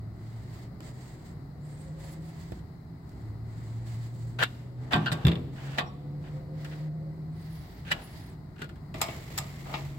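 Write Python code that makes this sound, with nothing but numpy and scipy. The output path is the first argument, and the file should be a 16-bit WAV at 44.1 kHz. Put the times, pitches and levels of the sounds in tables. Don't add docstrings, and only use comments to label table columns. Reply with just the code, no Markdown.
import sys
import numpy as np
from scipy import signal
from scipy.fft import rfft, irfft, next_fast_len
from scipy.io import wavfile
from scipy.ndimage import uniform_filter1d

SR = 44100
rng = np.random.default_rng(int(sys.argv[2]) if len(sys.argv) > 2 else 0)


def materialize(psi):
    bounded = np.clip(np.atleast_2d(psi).T, -1, 1)
    quanta = np.round(bounded * 32767).astype(np.int16)
    wavfile.write(sys.argv[1], SR, quanta)


N = 440118

# start_s, strength_db, thud_db, tick_db (the last two relative to the strength)
DOOR_BLOWS = [(4.9338, -19, -5.5, -23), (4.9408, -33, -1, -12.5), (4.961, -34.5, 9, -16),
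              (5.118, -30, 0, -17), (5.1233, -41, 11, 3.5), (5.784, -24.5, -9, -19)]
LATCH_BLOWS = [(5.2514, -24, 9, -24), (5.2684, -21, 3.5, -19), (5.2823, -22.5, -6, -23),
               (5.3167, -29.5, -21, -27), (5.3555, -33.5, -1, -27)]
CAB_KNOCKS = [(8.9425, -37.5, -0.5, -16), (9.0157, -22.5, -15.5, -2.5), (9.0854, -35.5, 0, -27),
              (9.3775, -29.5, -36, -2), (9.7394, -27.5, -7.5, -29)]
STEPS = [(.805, -47, -10, -10), (2.5205, -48.5, 23, -10), (2.592, -59, 16, -13), (3.093, -63, 8, -1)]
# start_s, strength_db, thud_db, tick_db, ring_on_db
HANDLE_BLOWS = [(4.389, -32.5, -15, -21, 22), (4.4256, -19.5, -20, -26, -31), (4.4334, -21, -16, -16, -28),
                (5.0605, -26.5, -10, -25, 4), (5.066, -28.5, -11, -27, 8)]
FITTING_BLOWS = [(6.647, -45, -15, -8, -16), (8.561, -53, -2, -19, -4), (8.592, -54, 8, -10, -11),
                 (8.6185, -32.5, -4, -19, -8), (8.6418, -44.5, 3, -15, -9), (8.692, -46, -1, -17, -15),
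                 (8.7575, -55, -1, -15, -6)]
STOP_BLOWS = [(7.9188, -18, -15, -20, -2)]
# pitch_hz, level_db, t60_s
DOOR_MODES = [(78.4, -18, 0.27), (115.3, -1, 0.7), (156, 8.5, 0.31), (207.4, -2, 0.57), (276.5, -5, 0.45),
              (353, -6, 0.45), (725, 7, 0.25), (830, 1, 0.2), (1119, 5, 0.33), (1152, 1, 0.2),
              (1390, -2, 0.17), (1575, 1, 0.19), (1803, 2, 0.12), (1945, 2, 0.1), (2444, 1, .14),
              (2546, -1, 0.17), (3060, -2, 0.12), (3400, 0.5, 0.13), (3660, 5, 0.11), (4050, 1, 0.066),
              (4720, 3, 0.09), (7600, -5, .1), (7930, -4, .06)]
HANDLE_MODES = [(134, 0, 0.2), (538, -5, 0.08), (720, -3, 0.06), (915, -3, 0.06), (1114, -7, 0.06),
                (1448, 5, 0.06), (1550, 2, 0.08), (1753, 0, 0.05), (2450, -3, 0.06), (2800, 8, 0.094),
                (3030, -1, 0.12), (3250, 2, 0.08), (3620, 4, 0.09), (3900, 5, 0.09), (4480, 0, 0.08),
                (6120, 2, 0.043), (7600, -5, 0.06)]
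LATCH_MODES = [(77.7, 5, 0.16), (121, 2, 0.1), (167.8, 3.5, 0.36), (368, -11, 0.25), (780, -9, 0.085),
               (1174, -11.5, 0.12), (1600, -0.5, 0.13), (2295, -20, 0.22), (2730, -5, 0.078),
               (3490, 3, 0.025), (3620, 0, 0.04), (3730, -6, .04), (8100, -20, 0.044), (13500, 0, .03)]
STOP_MODES = [(1690, 8, 0.041), (1950, -1, .05), (2330, -6, .05), (2680, 5, 0.048), (2880, 0, .05),
              (2907, 8, 0.049), (3881, -3, .069), (7700, -2, 0.025)]
FITTING_MODES = [(144, 6, 0.13), (610, -9, 0.055), (1190, 7, 0.1), (1434, 7, 0.1), (1650, 2.5, 0.08),
                 (2460, -4, 0.1), (2810, 1, 0.06), (3200, -5.5, 0.055), (4400, -1, .12), (6100, -3, 0.064),
                 (8200, -4, 0.071)]
CAB_MODES = [(138, 3, 0.25), (335, -2, 0.41), (641, 11.5, 0.34), (685, 8, 0.3), (821, 9, 0.28),
             (890, 8, .25), (1177, 9, 0.17), (1234, 4.5, 0.23), (2000, 1, 0.12), (2200, 1.5, 0.28),
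             (2401, 1, .16), (2679, 5, 0.14), (3320, -6, 0.14), (5114, 9, 0.14), (7120, 12, 0.1),
             (7700, 5, 0.21), (12500, 11, 0.086), (15000, 9, .04)]
# low_hz, high_hz, crack_t60_s, tail_db, tail_t60_s, modes_db, gain_db
IMPACT_BANDS = [(1760, 3850, 0.13, -28, 0.83, -2, -5), (70.4, 370, 0.03, -15, 0.7, 2, -2),
                (620, 1206, 0.1, -1, 0.43, -6, -4), (1382, 1724, 0.056, -24.5, 0.44, 1, -3.5),
                (5000, 15700, 0.077, -28, 1, -8.5, 1.5)]
# start_s, end_s, end_db, swell_db, left_minus_right_db, panel_db
SCRAPES = [(4.387, 4.43, -24, 14, 3.5, 2), (4.908, 4.928, -26, 17, 3.5, 4.5), (4.972, 5.065, -46, 2, -1, 1),
           (5.095, 5.255, -45, 11, -1, 8), (5.56, 5.77, -47, 6, -0.5, 2), (5.776, 5.793, -27, 14, -5, 3),
           (6.24, 6.29, -56, 0, 0, 3), (6.646, 6.66, -51, -3, 0, -5), (6.714, 6.74, -51, 0, 0, -3),
           (7.85, 7.897, -42.5, 10.5, -1, -5), (7.904, 7.918, -23.5, 18, -1, -7),
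           (7.935, 8.03, -53, -8, 0, 9), (8.58, 8.62, -47, 10, 1, 0), (9.006, 9.016, -47, -6, 15, 8),
           (9.658, 9.745, -42, 6, 1, 16)]
# start_s, length_s, pitch_hz, level_db
SQUEAKS = [(4.387, 0.047, 1543, -35), (5.059, 0.047, 1520, -29)]
# multiple, level_db
SQUEAK_PARTIALS = [(1, -1), (1.93, -7), (2.9, -14)]
# start_s, level_db
CRUNCHES = [(8.945, -58), (9.025, -39), (9.38, -42), (9.745, -43)]

# start_s, length_s, level_db, tilt_db_per_octave, zip_db
SWISHES = [(.13, 0.46, -60.5, 0, 0), (.48, .21, -55.5, 0.5, -1), (.81, 0.12, -53, 0, 3),
           (.9, 0.34, -56.5, 0.5, 2.5), (1.2, 0.15, -59, 0.5, 3), (1.599, 0.38, -59.5, -0.5, 4),
           (1.95, .25, -53.5, 0, 2.5), (2.16, 0.47, -56, 1, -0.5), (3.02, 0.32, -65.5, -1, 3),
           (3.431, 0.49, -58, -0.5, 3), (3.839, 0.17, -53, 1, 0), (3.97, 0.15, -56, 0.5, 0),
           (4.08, .32, -60.5, 1.5, 3), (4.449, .25, -60, -1, -1), (4.769, .18, -55, -3.5, 1),
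           (5.52, 0.32, -52, -0.5, -2), (6.2, 0.24, -57, -2, -1), (6.53, 0.37, -53.5, -0.3, -6),
           (7.309, 0.66, -55.5, 2, -10), (7.919, 0.45, -53.5, 1, -8)]
# start_s, length_s, first_hz, middle_hz, last_hz, level_db, upper_fold_db
WHISTLES = [(1.61, 0.135, 6950, 7500, 6800, -71, -18), (1.63, 0.135, 7600, 8650, 7800, -69, -8),
            (1.775, .075, 6900, 8250, 7100, -66, -14), (1.761, 0.155, 7800, 8800, 6900, -72, -12),
            (1.978, .2, 7300, 11300, 7000, -69, -2), (2.2, 0.13, 7000, 9300, 9200, -74, -10),
            (7.32, .12, 8200, 8850, 8300, -75, -10), (7.372, .22, 9100, 9300, 8500, -77, -8),
            (7.49, 0.16, 9800, 10000, 9700, -69.5, -2), (7.639, .16, 13200, 14200, 13100, -70, -30),
            (8.0, 0.15, 9100, 10450, 10200, -67.5, -5), (8.16, 0.18, 10000, 9700, 7000, -69, -7)]
# start_s, length_s, level_db
SCUFFS = [(8.945, 0.33, -48.5), (9.04, 0.15, -49.5), (9.1, 1, -51), (9.28, 0.21, -50), (9.65, 0.27, -50.5)]

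# time_s, firing_hz, level_db
GEARS = [
    [(0, 53.7, -42.5), (.3, 56.18, -42.5), (1.45, 69.13, -48), (1.9, 76.95, -40.5), (2.25, 80.4, -41),
     (2.5, 80.8, -46), (3.05, 81.7, -51)],
    [(3.12, 54.6, -48.5), (3.27, 54.52, -37.5), (4.25, 59.1, -37), (4.7, 61.42, -41), (5.5, 67.1, -40.5),
     (6.25, 73.7, -37), (7.05, 77.28, -34.5), (7.35, 78.8, -41), (8.1, 78.84, -51.5), (9.3, 70.97, -47.5),
     (9.98, 69.86, -38.5)],
]
# multiple, level_db
ENGINE_TONES = [(1, -23.5), (2, -1), (3, -27), (4, -16), (5, -21), (6, -28), (6.72, -28), (7, -24.5),
                (8, -36), (9, -32.5), (10, -36)]
# firing_hz, gain_db
OVERTONE_GAIN = [(58.5, -9), (62, 2.5), (78, -5)]
# centre_hz, half_width_hz, peak_db
PIPE_RESONANCE = [(709, 25, 12.5)]

# frequency_hz, level_db
STEEL_SPECTRUM = [(60, 5), (350, 3.5), (480, 6.5), (750, 5.5), (1000, 4.5), (1500, 3), (3700, 2), (5000, 1),
                  (6200, -10), (7600, -0.5), (9600, -14), (12500, -7), (16000, -14.5)]
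SCRAPE_SPECTRUM = [(200, -16), (500, 0), (800, 4), (1050, -3), (1250, -1), (1500, 4), (1750, 5), (2100, -2),
                   (2900, 0.5), (3700, -6), (5500, -17), (8000, -22), (10000, -28), (16000, -28)]
NYLON_SPECTRUM = [(200, -18), (700, 11.5), (1400, 1), (2000, 8), (2500, -2.5), (3500, -1.5), (4800, 0),
                  (5800, -9), (7200, -3), (8400, -3), (9400, -24.5), (11000, -10.5), (13000, -17.5),
                  (15200, -11), (16000, -6.5)]
SLEEVE_SPECTRUM = [(150, -20), (330, 11), (470, 6.5), (650, 8.5), (900, 3), (1170, 3.5), (1600, 1),
                   (2100, 9.5), (2450, 2), (3700, -0.5), (4800, -2), (6200, -8.5), (7300, -3.5),
                   (10000, -16.5), (11300, -10), (12400, -8.5), (14000, -13), (15200, -8)]
TRAFFIC_SPECTRUM = [(15, -47), (25, -21.5), (60, -6.5), (161, -5), (217, -14), (242, -15.5), (373, -19),
                    (531, -31.5), (641, -25.5), (1290, -34.5), (1700, -41.5), (2000, -35.5), (2450, -51),
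                    (3500, -53), (4030, -42.5), (5000, -45), (5700, -56.5), (7920, -53), (9500, -59),
                    (16000, -53)]
# frequency_hz, correlation
COHERENCE = [(60, 0.99), (130, 0.98), (290, 0.9), (640, 0.38), (1400, 0), (3000, 0), (15000, 0)]
# frequency_hz, left_minus_right_db
TRAFFIC_SIDE = [(100, -1), (400, 2), (700, -2), (1800, 7), (3000, 8.5), (8000, 5), (14000, -1.5)]
PORT_SIDE = [(500, 0), (1000, 1.5), (1600, 3), (2400, .5), (4500, -4.5), (8000, -7), (11000, 1.5),
             (15000, 2)]


def door():
    return impacts(DOOR_BLOWS, DOOR_MODES, clash_db=3, panel_db=-2, clank_db=-2, boom_db=1.5, side_db=-1,
                   tail_db=2, modes_db=-2.5, sing_db=2.5, decay_scale=.91, rise_s=.0004)


def door_skin(start_s=5.245, start_hz=112, free_hz=160, free_s=.022, level_db=-14.5, swell_s=.011):
    t = np.maximum(np.arange(N) / SR - start_s, 0)
    hz = free_hz + (start_hz - free_hz) * np.exp(-t / free_s)
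    envelope = t / swell_s * np.exp(1 - t / swell_s)
    return amp(level_db) * envelope * np.sin(phase(hz * (t > 0)))


def handle():
    return impacts(HANDLE_BLOWS, HANDLE_MODES, clash_db=-3, panel_db=-12, clank_db=1, boom_db=3,
                   side_db=1.5, tail_db=8, modes_db=-1.5, sing_db=2, decay_scale=.78, rise_s=.00053)


def latch():
    return impacts(LATCH_BLOWS, LATCH_MODES, clash_db=0, panel_db=-11, clank_db=-14, boom_db=-1,
                   side_db=1.5, tail_db=5, modes_db=2, sing_db=2, decay_scale=.68, rise_s=.00025)


def door_stop():
    return impacts(STOP_BLOWS, STOP_MODES, clash_db=0, panel_db=-21, clank_db=-3, boom_db=2,
                   side_db=2, tail_db=6.5, modes_db=5.5, sing_db=0, decay_scale=.55, rise_s=.00048)


def fittings():
    return impacts(FITTING_BLOWS, FITTING_MODES, clash_db=-3, panel_db=-14, clank_db=-1, boom_db=-1.5,
                   side_db=1.5, tail_db=5, modes_db=2, sing_db=-3, decay_scale=1, rise_s=.00039)


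def cab():
    return impacts(CAB_KNOCKS, CAB_MODES, clash_db=-1, panel_db=-2, clank_db=-10, boom_db=2.5,
                   side_db=1.5, tail_db=-2, modes_db=-3.5, sing_db=-4, decay_scale=.93, rise_s=.00059)


def impacts(rows, body, clash_db, panel_db, clank_db, boom_db, side_db, tail_db, modes_db, sing_db,
            decay_scale, rise_s, chatter_db=2.5, chatter_hz=262, snap_db=-1, snap_t60_s=.011):
    out, t = np.zeros((2, N)), np.arange(SR // 2) / SR
    spectrum = ringing_spectrum(body, sing_db)
    for start_s, strength_db, thud_db, tick_db, *ring_on in rows:
        dense = noise(len(t), spectrum)
        dense *= amp(chatter_db * drift(len(t), chatter_hz) * np.exp(-t / .071))
        modes = normal_modes(body, t)
        ring_db = sum(ring_on)
        balance_db = (clash_db, thud_db + boom_db, panel_db, clank_db, tick_db)
        for band_db, band in zip(balance_db, IMPACT_BANDS):
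            low_hz, high_hz, crack_t60_s, late_db, late_t60_s, clear_db, gain_db = band
            bandpass = signal.butter(3, [low_hz, high_hz], "band", fs=SR, output="sos")
            onset = 1 - np.exp(-t / (rise_s + .5 / high_hz))
            snap = amp(snap_db - 60 * t / snap_t60_s)
            crack = amp(-60 * t / (crack_t60_s * decay_scale))
            tail = amp(late_db + tail_db + ring_db - 60 * t / late_t60_s)
            burst = unit_peak(signal.sosfilt(bandpass, dense * (snap + crack + tail) * onset))
            clear = unit_peak(signal.sosfilt(bandpass, modes * onset))
            sound = unit_peak(burst + amp(clear_db + modes_db + ring_db / 2) * clear)
            sides = pan(side_db * min(low_hz / 1000, 1))
            add(out, start_s - .001, amp(strength_db + band_db + gain_db) * sides * sound)
    return out


def normal_modes(body, t, spot_db=2.5):
    hz, db, t60_s = np.transpose(body)
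    left, apart = rng.uniform(-np.pi, np.pi, (2, len(hz)))
    phases = np.array([left, left + apart * (1 - read(COHERENCE, hz))])
    strengths = amp(db + spot_db * rng.standard_normal(len(hz)))
    ringing = np.exp(np.outer(2j * np.pi * hz - np.log(1000) / t60_s, t))
    return ((strengths * np.exp(1j * phases)) @ ringing).real


def ringing_spectrum(body, sing_db, relative_width=.012):
    hz = np.geomspace(50, 17000, 1200)
    peaks = sum(amp(db + sing_db) ** 2 * resonance(hz, mode_hz, relative_width * mode_hz)
                for mode_hz, db, _ in body)
    return np.transpose([hz, read(STEEL_SPECTRUM, hz) + 10 * np.log10(1 + peaks)])


def hinge(peak_s=5.879, pitch_hz=5570, level_db=-56, swell_s=.013):
    envelope = np.exp(-abs(np.arange(N) / SR - peak_s) / swell_s)
    angle = phase(pitch_hz * (1 + .0016 * drift(N, 60)))
    return amp(level_db) * envelope * np.sin(angle + np.array([[0], [1]]))


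def spindle_squeaks(bend=.045, roughness=.055, roughness_hz=350, flutter_db=3):
    out = np.zeros((2, N))
    for start_s, length_s, pitch_hz, db in SQUEAKS:
        n = round(length_s * SR)
        arch = np.sin(np.pi * (np.arange(n) / n) ** .6)
        angle = phase(pitch_hz * (1 + bend * (arch - 1) + roughness * drift(n, roughness_hz)))
        for multiple, partial_db in SQUEAK_PARTIALS:
            level = amp(db + partial_db + flutter_db * drift(n, 200)) * arch
            add(out, start_s, level * np.sin(multiple * angle + rng.uniform(0, np.pi, (2, 1))))
    return out


def scrapes(slips_per_s=260, steady_friction=.89, slip_s=.00062, release_s=.04):
    out = np.zeros((2, N))
    for start_s, end_s, end_db, swell_db, side_db, panel_db in SCRAPES:
        spectrum = [(hz, db + panel_db * (hz < 1400)) for hz, db in SCRAPE_SPECTRUM]
        length_s = end_s - start_s
        t = np.arange(round((length_s + release_s) * SR)) / SR
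        slips = (rng.random(len(t)) < slips_per_s / SR) * rng.uniform(.13, 1.15, len(t))
        chatter = steady_friction + relax(slips, slip_s)
        level_db = np.interp(t, [0, length_s, t[-1]], [end_db - swell_db, end_db, end_db - 41])
        add(out, start_s, unit(noise(len(t), spectrum) * chatter) * amp(level_db) * pan(side_db))
    return out


def grit(grains_per_s=420, spread_db=5, grain_s=.0005, t60_s=.25, band_hz=(750, 5400)):
    out, t = np.zeros((2, N)), np.arange(SR // 2) / SR
    bandpass = signal.butter(3, band_hz, "band", fs=SR, output="sos")
    for start_s, db in CRUNCHES:
        cracks = rng.random(len(t)) < grains_per_s / SR
        sizes = amp(spread_db * np.minimum(rng.exponential(1, len(t)), 3))
        bursts = relax(cracks * sizes, grain_s) * rng.standard_normal((2, len(t)))
        add(out, start_s, amp(db - 60 * t / t60_s) * unit(signal.sosfilt(bandpass, bursts)))
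    return out


def footsteps():
    return impacts(STEPS, CAB_MODES, clash_db=-1, panel_db=-2, clank_db=-6, boom_db=-4, side_db=-2,
                   tail_db=-10.5, modes_db=-46, sing_db=-20, decay_scale=.67, rise_s=.0003)


def jacket_swishes(grain_db=.95, grain_hz=45, zip_hz=7600, zip_octaves=.28, split_hz=3000):
    out, hz = np.zeros((2, N)), np.geomspace(100, 17000, 200)
    lowpass = signal.butter(2, split_hz, fs=SR, output="sos")
    zip_peak = np.exp(-(np.log2(hz / zip_hz) / zip_octaves) ** 2)
    for start_s, length_s, db, tilt_db, zip_db in SWISHES:
        n = round(length_s * SR)
        speed = stroke(np.arange(n) / n, peak_share=.49)
        colour_db = read(NYLON_SPECTRUM, hz) + tilt_db * np.log2(hz / split_hz) + zip_db * zip_peak
        rub = noise(n, np.transpose([hz, colour_db]))
        body = signal.sosfiltfilt(lowpass, rub)
        treble = (rub - body) * speed ** .2 * amp(1.3 * drift(n, 18))
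        add(out, start_s, amp(db + grain_db * drift(n, grain_hz)) * speed ** .54 * (body + treble))
    return out


def weave_whistles(wander=.012, fuzz=.017, flicker_db=5, upper_fold_ratio=1.33):
    out = np.zeros((2, N))
    for start_s, length_s, first_hz, middle_hz, last_hz, db, upper_db in WHISTLES:
        n = round(length_s * SR)
        arch = np.sin(np.pi * np.arange(n) / n) ** .75
        glide_hz = np.linspace(first_hz, last_hz, n) + (middle_hz - (first_hz + last_hz) / 2) * arch
        for ratio, fold_db in ((1, 0), (upper_fold_ratio, upper_db)):
            hz = glide_hz * ratio * (1 + wander * drift(n, 25) + fuzz * drift(n, 600))
            angle = phase(hz) + rng.uniform(0, np.pi / 2, (2, 1))
            level = amp(db + fold_db + flicker_db * drift(n, 40)) * np.sqrt(arch)
            add(out, start_s, level * np.sin(angle))
    return out


def sleeve_scuffs(grain_db=1.5, grain_hz=90):
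    t, power = np.arange(N) / SR, np.zeros(N)
    for start_s, length_s, db in SCUFFS:
        speed = stroke((t - start_s) / length_s, peak_share=.23)
        power += (amp(db) * speed ** .47) ** 2
    return np.sqrt(power) * unit(noise(N, SLEEVE_SPECTRUM) * amp(grain_db * drift(N, grain_hz)))


def engine(lifts_s=(2.26, 7.06), unload_s=.1, coast_db_per_s=6, waver=.0038, fade_db=2.5, fade_hz=6,
           drone_hz=536.6, drone_width_hz=31, drone_db=9, rasp=.47, rasp_hz=30):
    out = np.zeros((2, N))
    for gear, lift_s in zip(GEARS, lifts_s):
        times_s, *columns = np.transpose(gear)
        t = np.arange(times_s[0], times_s[-1], 1 / SR)
        n = len(t)
        firing_hz, db = (np.interp(t, times_s, column) for column in columns)
        overtones_db = read(OVERTONE_GAIN, firing_hz) - coast_db_per_s * np.maximum(t - lift_s, 0)
        load = np.clip(1 - (t - lift_s) / unload_s, 0, 1)
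        angle = phase(firing_hz * (1 + waver * drift(n, 21)))
        for multiple, tone_db in ENGINE_TONES:
            hz = multiple * firing_hz
            pipe_db = sum(peak_db * resonance(hz, centre_hz, width_hz)
                          for centre_hz, width_hz, peak_db in PIPE_RESONANCE)
            drone = load * resonance(hz, drone_hz, drone_width_hz)
            level = amp(db + tone_db + pipe_db + drone_db * drone + overtones_db * (multiple > 2))
            level *= unit(amp(fade_db * drift(n, fade_hz)))
            level *= 1 + rasp * drone * drift(n, rasp_hz)
            scatter = rng.uniform(0, 2 * np.pi) + .39 * drift(n, 8.8)
            lead = np.array([[0], [.13 * multiple]])
            add(out, times_s[0], np.sqrt(2) * level * np.sin(multiple * angle + lead + scatter))
    return out


def traffic(level_db=-44, swell_db=.7, throb_db=.6, rumble_hz=300):
    air = noise(N, TRAFFIC_SPECTRUM, TRAFFIC_SIDE)
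    rumble = signal.sosfiltfilt(signal.butter(2, rumble_hz, fs=SR, output="sos"), air)
    hiss = air - rumble
    swell = amp(swell_db * drift(N, 2))
    throb = amp(-throb_db * drift(N, 8))
    return amp(level_db) * swell * (hiss + rumble * throb)


def noise(n, spectrum, side=None):
    size = next_fast_len(n)
    hz = np.fft.rfftfreq(size, 1 / SR)
    left, independent = rfft(rng.standard_normal((2, size)))
    coherence = read(COHERENCE, hz)
    right = coherence * left + np.sqrt(1 - coherence ** 2) * independent
    coloured = np.array([left, right]) * amp(read(spectrum, hz))
    return unit(irfft(coloured * pan(read(side, hz) if side else 0), size)[:, :n])


def drift(n, rate_hz, step=16):
    size = next_fast_len(max(n, SR) // step + 2)
    hz = np.fft.rfftfreq(size, step / SR)
    slow = unit(irfft(rfft(rng.standard_normal(size)) / (1 + (hz / rate_hz) ** 4), size))
    return np.interp(np.arange(n) / step, np.arange(size), slow)


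def resonance(hz, centre_hz, half_width_hz):
    return 1 / (1 + ((hz - centre_hz) / half_width_hz) ** 2)


def relax(impulses, decay_s):
    return signal.lfilter([1], [1, -np.exp(-1 / (decay_s * SR))], impulses)


def stroke(progress, peak_share):
    return np.sin(np.pi / 2 * np.interp(progress, [0, peak_share, 1], [0, 1, 0]))


def phase(hz):
    return 2 * np.pi * np.cumsum(hz) / SR


def amp(db):
    return 10 ** (np.asarray(db) / 20)


def unit(x):
    return x / np.sqrt(np.mean(x ** 2) + 1e-20)


def unit_peak(x):
    return x / np.sqrt(uniform_filter1d((x ** 2).mean(0), 256).max() + 1e-20)


def read(points, hz):
    points_hz, values = np.transpose(points)
    return np.interp(np.log(hz + 1), np.log(points_hz + 1), values)


def pan(side_db):
    return amp(np.array([[.5], [-.5]]) * side_db)


def add(mix, start_s, sound):
    part = mix[:, max(round(start_s * SR), 0):][:, :sound.shape[1]]
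    part += sound[:, :part.shape[1]]


def scene():
    hits = handle() + fittings() + door() + latch() + cab() + footsteps() + door_stop() + door_skin()
    friction = hinge() + spindle_squeaks() + scrapes() + grit()
    clothing = sleeve_scuffs() + jacket_swishes() + weave_whistles()
    return hits + friction + clothing + engine() + traffic()


def record(dry):
    heard = irfft(rfft(dry) * pan(read(PORT_SIDE, np.fft.rfftfreq(N, 1 / SR))), N)
    lowpass = signal.firwin(511, 16000, window=("kaiser", 9), fs=SR)
    return signal.oaconvolve(heard, lowpass[None], "same")


dry = scene()
out = record(dry)
materialize(out)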